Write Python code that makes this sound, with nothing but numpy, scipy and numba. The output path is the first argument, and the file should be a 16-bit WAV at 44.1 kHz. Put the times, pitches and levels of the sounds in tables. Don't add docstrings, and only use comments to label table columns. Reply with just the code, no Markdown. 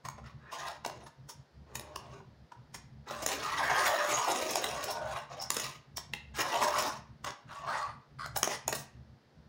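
import sys
import numpy as np
from scipy import signal
from scipy.fft import rfft, irfft
from scipy.io import wavfile
from scipy.ndimage import uniform_filter1d
from numba import njit

SR = 44100
rng = np.random.default_rng(int(sys.argv[2]) if len(sys.argv) > 2 else 0)


def generate_wav(sig):
    pcm = np.round(np.clip(np.atleast_2d(sig).T, -1, 1) * 32767).astype(np.int16)
    wavfile.write(sys.argv[1], SR, pcm)


N = 418068
T = np.arange(N) / SR

# time_s, level_db, contact_hz, table_rumble_db, truck_rattle_db
RUN_PATH = [(3.29, -42.5, 1020, -0.5, 6.5), (3.391, -39.5, 1190, -9.5, -9), (3.53, -34.5, 1170, -20.5, -13),
            (3.744, -29, 1080, -21.5, -14.5), (3.86, -29.5, 940, -15, -7),
            (4.01, -29.5, 1010, -18.5, -16.5), (4.09, -31, 815, -13.5, -8), (4.21, -34.5, 890, -16, -10),
            (4.28, -32, 804, -12, -9), (4.37, -38, 716, -1.5, -3.5), (4.45, -39, 606, -4, -5.5),
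            (4.576, -41, 610, -5, -1.5), (4.742, -39.5, 760, -14.5, -8), (4.92, -40, 716, -14.5, -7),
            (4.996, -41.5, 680, -19, -19), (5.185, -40, 920, -41.5, -12.5),
            (5.246, -51.5, 1110, -24.5, -15.5), (5.28, -62.5, 1100, -11, -22.5)]
# start_s, rise_ms, fall_ms, top_level_db, swell_db, contact_hz, table_rumble_db, truck_rattle_db
SHORT_PUSHES = [(0.236, 8.8, 75, -53, 12, 1320, -21, -9.5), (0.4, 104, 25, -51, 9.5, 1624, -15, -28),
                (0.514, 110, 141, -44, 8, 950, -15.5, -11), (0.9, 28, 110, -56.5, 2, 600, -1.5, -11.5),
                (1.678, 150, 250, -54, 9.5, 800, -6, -18.5), (2.014, 148, 44, -55, 7, 933, -2, -11.5),
                (3.078, 11, 140, -42, 4, 940, -19.5, -9.5), (5.314, 41, 110, -47.5, -1, 760, -24, -13.5),
                (5.5, 114, 150, -47.5, 14.5, 1174, -5, 2.5), (6.357, 51, 31, -35.5, 14, 1200, -12.5, -1.5),
                (6.43, 220, 240, -32, 7.5, 948, -10.5, -10), (6.72, 76, 182, -34, 19.5, 1065, -9, -6),
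                (7.488, 23, 220, -46, 9.5, 1260, -25, -13.5), (7.627, 69, 210, -34, 13.5, 1040, -24, -21)]
# time_s, level_db, treble_tilt_db_per_octave, contact_ms, struck_part (a name)
BLOWS = [(0.0494, -39, -4.5, 12, "wheel"), (0.0858, -37.5, -2.5, 2.5, "wheel"),
         (0.178, -47.5, -10.5, 14, "deck"), (0.517, -37, -4, 33, "wheel"), (0.683, -42, -3.5, 3.9, "wheel"),
         (0.848, -34, -6, 3.7, "wheel"), (0.861, -35, -1.5, 3.2, "deck"), (0.896, -40.5, -5, 3.9, "deck"),
         (1.062, -47.5, -5.5, 13, "wheel"), (1.288, -40.5, 0, 18, "wheel"),
         (1.753, -34.5, 0.5, 5.4, "hanger"), (1.7956, -41.5, 0, 1.7, "hanger"),
         (1.959, -37, -1.5, 3.2, "wheel"), (2.203, -50.5, -23, 4.7, "top"),
         (2.519, -45.5, -10, 5.7, "wheel"), (2.7416, -39.5, -1.5, 13.5, "nose"),
         (3.107, -36, -5, 7, "deck"), (3.221, -34, -1, 18, "deck"), (3.2625, -26, 0.5, 2.8, "axle"),
         (3.2877, -33.5, -2, 3.5, "hanger"), (3.3, -37, -14, 42, "table"), (3.8945, -37, 9, 3.8, "hanger"),
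         (4.505, -32, 1, 12, "axle"), (4.5562, -26.5, -1.5, 1.6, "axle"), (4.57, -32.5, -12, 21, "top"),
         (4.6406, -29, -1, 4.3, "hanger"), (4.84, -31, 5, 4.1, "axle"), (4.905, -31, 7, 14, "truck"),
         (5.414, -36.5, 1.5, 15, "truck"), (5.5037, -25.5, -1, 1.6, "table"),
         (5.542, -32.5, 4, 6.1, "wheel"), (5.566, -30, -2.5, 4.5, "table"), (5.596, -32.5, 0, 6.5, "nose"),
         (5.97, -34.5, 1, 3.8, "truck"), (5.9795, -38, -4.5, 1.8, "truck"), (6.135, -39, -1.5, 3.4, "nose"),
         (6.541, -39, -14, 2.8, "wheel"), (6.384, -31, -6, 22, "table"),
         (6.6245, -26.5, -12.5, 2.6, "wheel"), (6.783, -31, -1, 5.8, "wheel"),
         (6.8235, -32, 2, 1.5, "axle"), (7.244, -36, -4.5, 4.9, "wheel"), (7.262, -32.5, -7.5, 22, "wheel"),
         (7.305, -45, -6.5, 2, "axle"), (8.2603, -40, -4, 1.7, "wheel"), (8.36, -28, -2, 8.2, "tail"),
         (8.371, -18.5, 11.5, 4.8, "deck"), (8.4308, -23, -2.5, 0.79, "nose"),
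         (8.4415, -33.5, 3, 2.5, "wheel"), (8.4736, -29, -3.5, 3.9, "deck"), (8.492, -29.5, -4, 63, "nose"),
         (8.679, -26, 1.5, 2.3, "deck"), (8.683, -35.5, -12.5, 8, "table"),
         (8.7255, -28.5, -2, 5.1, "deck"), (8.748, -29.5, 3, 13, "deck"), (8.776, -39.5, 2.5, 35, "axle")]
STRUCK_PARTS = {"table": (310, 4, 4, 6), "wheel": (1020, 7.5, 0, 0), "top": (389, 12, 5, 7),
                "tail": (700, 13, -4, 7), "deck": (640, 6.9, 10, 5), "nose": (1850, 4, 3, 0),
                "hanger": (2980, 2, 3, 0), "truck": (5500, 6, 0, 0), "axle": (6100, 4, 12, 0)}
# start_s, attack_ms, hold_ms, release_ms, level_db
WHEEL_SKIDS = [(7.639, 61, 74, 184, -41.5), (8.185, 3, 71, 19, -43.5)]
# pitch_hz, width_hz, level_db
SKID_RINGS = [(687, 230, -14), (1215, 400, 1), (1905, 230, -9), (3010, 710, -20), (4430, 350, -12),
              (4780, 740, -15.5), (8600, 3800, -29)]
# start_s, rise_ms, fall_ms, pitch_hz, level_db
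AXLE_SQUEAKS = [(1.03, 21, 20, 10100, -59), (4.07, 93, 86, 6800, -40.5), (4.76, 125, 116, 5380, -46.5),
                (5.385, 43, 23, 5280, -39), (5.961, 8.8, 18, 5470, -35.5)]
# pitch_hz, level_db, fade_by_60_db_s
DECK_RINGS = [(827, -7, 0.055), (2095, 0.5, 0.039), (2690, 10, .016), (3200, -2, 0.018), (3620, -7, 0.016)]
# centre_hz, width_hz, boost_db
BODY_PEAKS = [(398.7, 13, 10), (601, 26, 7.5), (686, 23, 5.5), (1053, 370, 4.5), (1350, 37, -8),
              (1908, 140, 4), (2810, 76, 4), (3820, 84, 4.5), (5420, 970, 7.5), (6654, 710, 8.5),
              (12700, 2670, -12.5), (15300, 860, -6.5)]
# pitch_hz, level_db
WHEEL_TONE = [(200, -25), (400, -12), (560, 2), (1000, 0), (1700, -1), (2600, -8.5), (4000, -4),
              (9000, -64.5)]
# pitch_hz, level_db
RUMBLE_TONE = [(90, -23.5), (200, -1.5), (350, 7), (650, 1.5), (1200, -31)]
# pitch_hz, level_db
RATTLE_TONE = [(1200, -12), (2500, 3), (6500, -6), (8000, -7), (11000, -6.5), (16000, -2)]
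# pitch_hz, level_db
BLOW_TONE = [(80, -32), (220, -2.5), (450, -2), (900, 2.5), (7000, -3), (16000, 4)]
# pitch_hz, fade_by_60_db_s
ROOM_FADE = [(200, 0.083), (1500, 0.49), (6500, 0.3), (15000, 0.081)]
# pitch_hz, level_db
HUM_LINES = [(70, -62.5), (122, -64), (139, -62), (220.7, -67)]
# pitch_hz, relative_level_db_per_hz
AIR_TONE = [(25, -25.5), (140, -3), (180, -12), (250, -16.5), (335, -22), (607, -23.5), (988, -28.5),
            (1070, -30.5), (1790, -31.5), (2550, -39), (4870, -37.5), (7920, -55), (16000, -61.5)]


def undb(db):
    return 10 ** (np.asarray(db) / 20)


def unit(x):
    return x / np.sqrt(np.mean(x ** 2))


def at(points, hz):
    f, value = np.transpose(points)
    return np.interp(np.log(hz), np.log(f), value)


def walk(rate):
    k = max(int(SR / rate), 2)
    steps = np.repeat(rng.standard_normal(N // k + 1), k)
    return unit(uniform_filter1d(uniform_filter1d(steps, k), k)[:N])


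def grains(rate, spread_db):
    hits = rng.random(N) < rate / SR
    sizes = undb(spread_db * np.minimum(rng.exponential(size=N), 4))
    return hits * sizes * rng.choice([-1, 1], N)


@njit
def bandpass(x, hz, width):
    y, b, l = np.empty(len(x)), 0., 0.
    for i in range(len(x)):
        g, k = np.tan(np.pi * hz[i] / SR), width / hz[i]
        v = (b + g * (x[i] - l)) / (1 + g * (g + k))
        b, l, y[i] = 2 * v - b, l + 2 * g * v, k * v
    return y


def double_bandpass(x, hz, width):
    return bandpass(bandpass(x, hz, width), hz, width)


def response(colour_db, size=2048):
    hz = np.maximum(np.arange(size // 2 + 1) * SR / size, 1)
    cepstrum = irfft(np.log(undb(colour_db(hz))))
    cepstrum[1:size // 2] *= 2
    cepstrum[size // 2 + 1:] = 0
    return irfft(np.exp(rfft(cepstrum)))


def body_db(hz):
    return sum(db / (1 + ((hz - f) / (width / 2 + 1)) ** 2) for f, width, db in BODY_PEAKS)


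def through_body(force, tone):
    colour = response(lambda hz: at(tone, hz) + body_db(hz))
    return unit(signal.fftconvolve(force, colour)[:N])


def rolling(contact_width_hz=410.0, broad=0.33, wheel_db=-1, rattle_db=0.7, bump_db=3.0, shake_db=2.5,
            bright_hz=8000, bright_from_db=-50, bright_power=0.45,
            upper_ratio=1.65, upper_db=-6.0, upper_from_db=-30, upper_power=0.65):
    gain, contact_hz, rumble_rel, rattle_rel = motion()
    bumps = np.tanh(walk(70))
    load = np.clip(1 + rattle_rel / 24, .25, 1)
    contact_hz = np.clip(contact_hz * np.exp(0.23 * load * walk(30)), 300, 3000)
    tread = through_body(grains(2200, 3.3), WHEEL_TONE)
    wheels = unit(broad * load * tread + bandpass(tread, contact_hz, contact_width_hz))
    fine_tread = through_body(grains(4000, 5.7), WHEEL_TONE)
    upper = unit(bandpass(fine_tread, upper_ratio * contact_hz, contact_width_hz))
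    wheels = unit(wheels + upper * undb(upper_db) * (gain / undb(upper_from_db)) ** upper_power)
    rumble = through_body(grains(1500, 2.4), RUMBLE_TONE)
    top = undb(wheel_db) * wheels + undb(rumble_rel) * rumble
    top = shifting_modes(top, 279.7, 2879, width=0.03, depth=1.41, rate=16, count=26)
    trucks = unit(rattle() * undb(shake_db * walk(150)))
    trucks = trucks + undb(-8) * through_body(grains(90, 2), RATTLE_TONE)
    highpass = signal.butter(2, bright_hz, "high", fs=SR, output="sos")
    treble = signal.sosfiltfilt(highpass, trucks)
    shaking = gain * undb(rattle_rel - bright_from_db)
    trucks = trucks + treble * (shaking ** bright_power - 1)
    return gain * undb(bump_db * bumps) * (top + undb(rattle_db + rattle_rel) * trucks)


def motion(fade_s=0.022):
    def down(start, end):
        return np.interp(T, [start - fade_s, start, end, end + fade_s], [0, 1, 1, 0])

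    s, run_db, *run_colour = np.transpose(RUN_PATH)
    gain = down(s[0], s[-1]) * undb(np.interp(T, s, run_db))
    colour = np.array([np.interp(T, s, column) for column in run_colour])
    for start, rise_ms, fall_ms, db, swell_db, *own_colour in SHORT_PUSHES:
        fastest, end = start + np.cumsum([rise_ms, fall_ms]) / 1000
        away = np.interp(T, [start, fastest, end], [1, 0, 1])
        push = down(start, end) * undb(db - swell_db * away ** 2)
        colour[:, push > gain] = np.array(own_colour)[:, None]
        gain = np.maximum(gain, push)
    return gain, *colour


def shifting_modes(x, lo_hz, hi_hz, width, depth, rate, count):
    centres = np.geomspace(lo_hz, hi_hz, count) * rng.uniform(.97, 1.03, count)
    y = x + depth * sum(walk(rate) * bandpass(x, np.full(N, hz), width * hz) for hz in centres)

    def power(v):
        return uniform_filter1d(v ** 2, SR // 20)

    return y * np.sqrt(power(x) / power(y))


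def rattle(band_db=3.0, drift_db=1.4, grain_db=2.5, width=0.13, count=16):
    out = 0
    for hz in np.geomspace(1400, 15000, count):
        chatter = grains(600, grain_db) * undb(band_db * walk(70) + drift_db * walk(14))
        out = out + double_bandpass(chatter, np.full(N, hz), 2 * width * hz)
    return through_body(out, RATTLE_TONE)


def clacks(thud_hz=600, thud_per_tilt=0.69, tilt_hz=1400, rise=0.45, lead_in_db=-13, lead_in=0.98,
           settle_db=-24, settle_ms=25, ring_width=0.24, sing_width=0.017, sing_scale=1.86, size=4096):
    lead = size // 4
    out, ms = np.zeros(N + 2 * size), (np.arange(size) - lead) / SR * 1000
    for s, db, tilt_db, contact_ms, part in BLOWS:
        ring_hz, ring_db, part_thud_db, sing_db = STRUCK_PARTS[part]
        thud_db = part_thud_db + thud_per_tilt * tilt_db
        age = np.maximum(ms, 0) / (rise * max(contact_ms, 1))
        swell = undb(lead_in_db) * np.exp(-np.abs(ms) / (lead_in * np.clip(contact_ms, 1, 6)))
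        settle = undb(settle_db) * (ms > 0) * np.exp(-np.abs(ms) / settle_ms) * rng.exponential(size=size)
        force = rng.standard_normal(size) * (swell + age * np.exp(1 - age) + settle)
        force[np.argmin(np.abs(age - 1))] -= 2

        def colour_db(hz):
            thud = thud_db / (1 + (hz / thud_hz) ** 4)
            hardness = tilt_db * np.log2(1 + (hz / tilt_hz) ** 2) / 2
            distance = np.log(hz / ring_hz)
            ring = ring_db / (1 + (distance / ring_width) ** 2)
            sing = sing_scale * sing_db / (1 + (distance / sing_width) ** 2)
            return at(BLOW_TONE, hz) + body_db(hz) + thud + hardness + ring + sing

        blow = signal.fftconvolve(force, response(colour_db))
        start = int(s * SR) - lead
        out[start:start + len(blow)] += blow * undb(db) * np.sqrt(SR / 100 / np.sum(blow ** 2))
    return out[:N]


def skids(judder_db=3, waver=0.019):
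    slips = grains(2500, 3.5) * undb(judder_db * walk(90))
    rasp, bend = 0, np.exp(waver * walk(25))
    for hz, width, db in SKID_RINGS:
        rasp = rasp + undb(db) * double_bandpass(slips, hz * bend, width)
    level = 0
    for start, *ms, db in WHEEL_SKIDS:
        corners = start + np.cumsum([0, *ms]) / 1000
        level = level + undb(db) * np.interp(T, corners, [0, 1, 1, 0])
    return unit(rasp) * level


def squeaks(width_hz=520, judder_db=3, waver=0.015):
    slips = bandpass(grains(5000, 2) * undb(judder_db * walk(120)), np.full(N, SR / 7), SR / 2)
    bend, out = np.exp(waver * walk(80)), 0
    for start, rise_ms, fall_ms, hz, db in AXLE_SQUEAKS:
        ring = unit(double_bandpass(slips, hz * bend, width_hz))
        corners = start + np.cumsum([0, rise_ms, fall_ms]) / 1000
        out = out + undb(db) * ring * np.interp(T, corners, [0, 1, 0])
    return out


def knock(start_s=6.1362, level_db=-33):
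    t, ring = T[:SR // 2], 0
    for hz, db, t60 in DECK_RINGS:
        ring = ring + undb(db) * np.sin(2 * np.pi * hz * t) * np.exp(-np.log(1000) * t / t60)
    return np.pad(undb(level_db) * ring, (int(start_s * SR), N))[:N]


def wandering(x, ripple_db=5.2, step_s=0.05, count=80):
    step = int(step_s * SR)
    out, roots = np.zeros(2 * N), np.linspace(0, np.sqrt(SR / 2), count)
    padded = np.pad(x, (step, 2 * step))
    for start in range(0, N + step, step):
        piece = padded[start:start + 2 * step] * np.hanning(2 * step)
        ripple = ripple_db * np.tanh(rng.standard_normal(count))
        spot = signal.fftconvolve(piece, response(lambda hz: np.interp(np.sqrt(hz), roots, ripple)))
        level = np.linalg.norm(piece) / (np.linalg.norm(spot) + np.finfo(float).eps)
        out[start:start + len(spot)] += spot * level
    return out[step:step + N]


def room(x, count=3):
    shares = np.array([walk(5) for _ in range(count)])
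    shares = shares / np.linalg.norm(shares, axis=0)
    return x + sum(signal.fftconvolve(x * share, walls())[:N] for share in shares)


def walls(tail_db=-5.5, tail_treble_db=-4, echo_db=-12, echo_s=.011, echo_smear_s=0.003, build_s=0.0096):
    t = T[:SR]
    noise, tail = rfft(rng.standard_normal(SR)), 0
    centres = 125 * 2. ** np.arange(8)
    for hz, share in zip(centres, np.eye(len(centres))):
        band = irfft(noise * np.interp(np.log(np.arange(len(noise)) + 1), np.log(centres), share))
        build = np.clip(t / build_s - .5, 0, 1)
        decay = undb(-60 * t / at(ROOM_FADE, hz)) * build
        tilt = undb(tail_treble_db * hz / centres[-1])
        tail = tail + band * decay / np.sqrt(np.sum(decay ** 2)) * tilt
    echo = rng.standard_normal(SR) * np.exp(-np.abs(t - echo_s) / echo_smear_s) * (t > echo_s)
    return undb(tail_db) * tail + undb(echo_db) * echo / np.sqrt(np.sum(echo ** 2))


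def background(air_db=-58.5, waver=0.82, wander_rad=1.0, flutter=0.54, low_hz=260):
    freq = np.maximum(np.arange(N + 1) * SR / (2 * N), 1)
    noise = rfft(rng.standard_normal(2 * N))
    air = undb(air_db) * unit(irfft(noise * undb(at(AIR_TONE, freq)))[:N])
    bass = signal.sosfiltfilt(signal.butter(2, low_hz, fs=SR, output="sos"), air)
    hum = 0
    for hz, db in HUM_LINES:
        line = np.sin(2 * np.pi * hz * T + wander_rad * walk(18))
        hum = hum + undb(db) * unit((1 + waver * walk(12)) * line)
    return air - bass + np.clip(1 + flutter * walk(24), .1, 1.6) * (bass + hum)


def scene():
    board = wandering(rolling() + skids() + clacks())
    return (room(board + squeaks() + knock()) + background())[None]


def record(dry, top_hz=15750):
    return signal.sosfilt(signal.ellip(10, .2, 70, top_hz, fs=SR, output="sos"), dry)


dry = scene()
out = record(dry)
generate_wav(out)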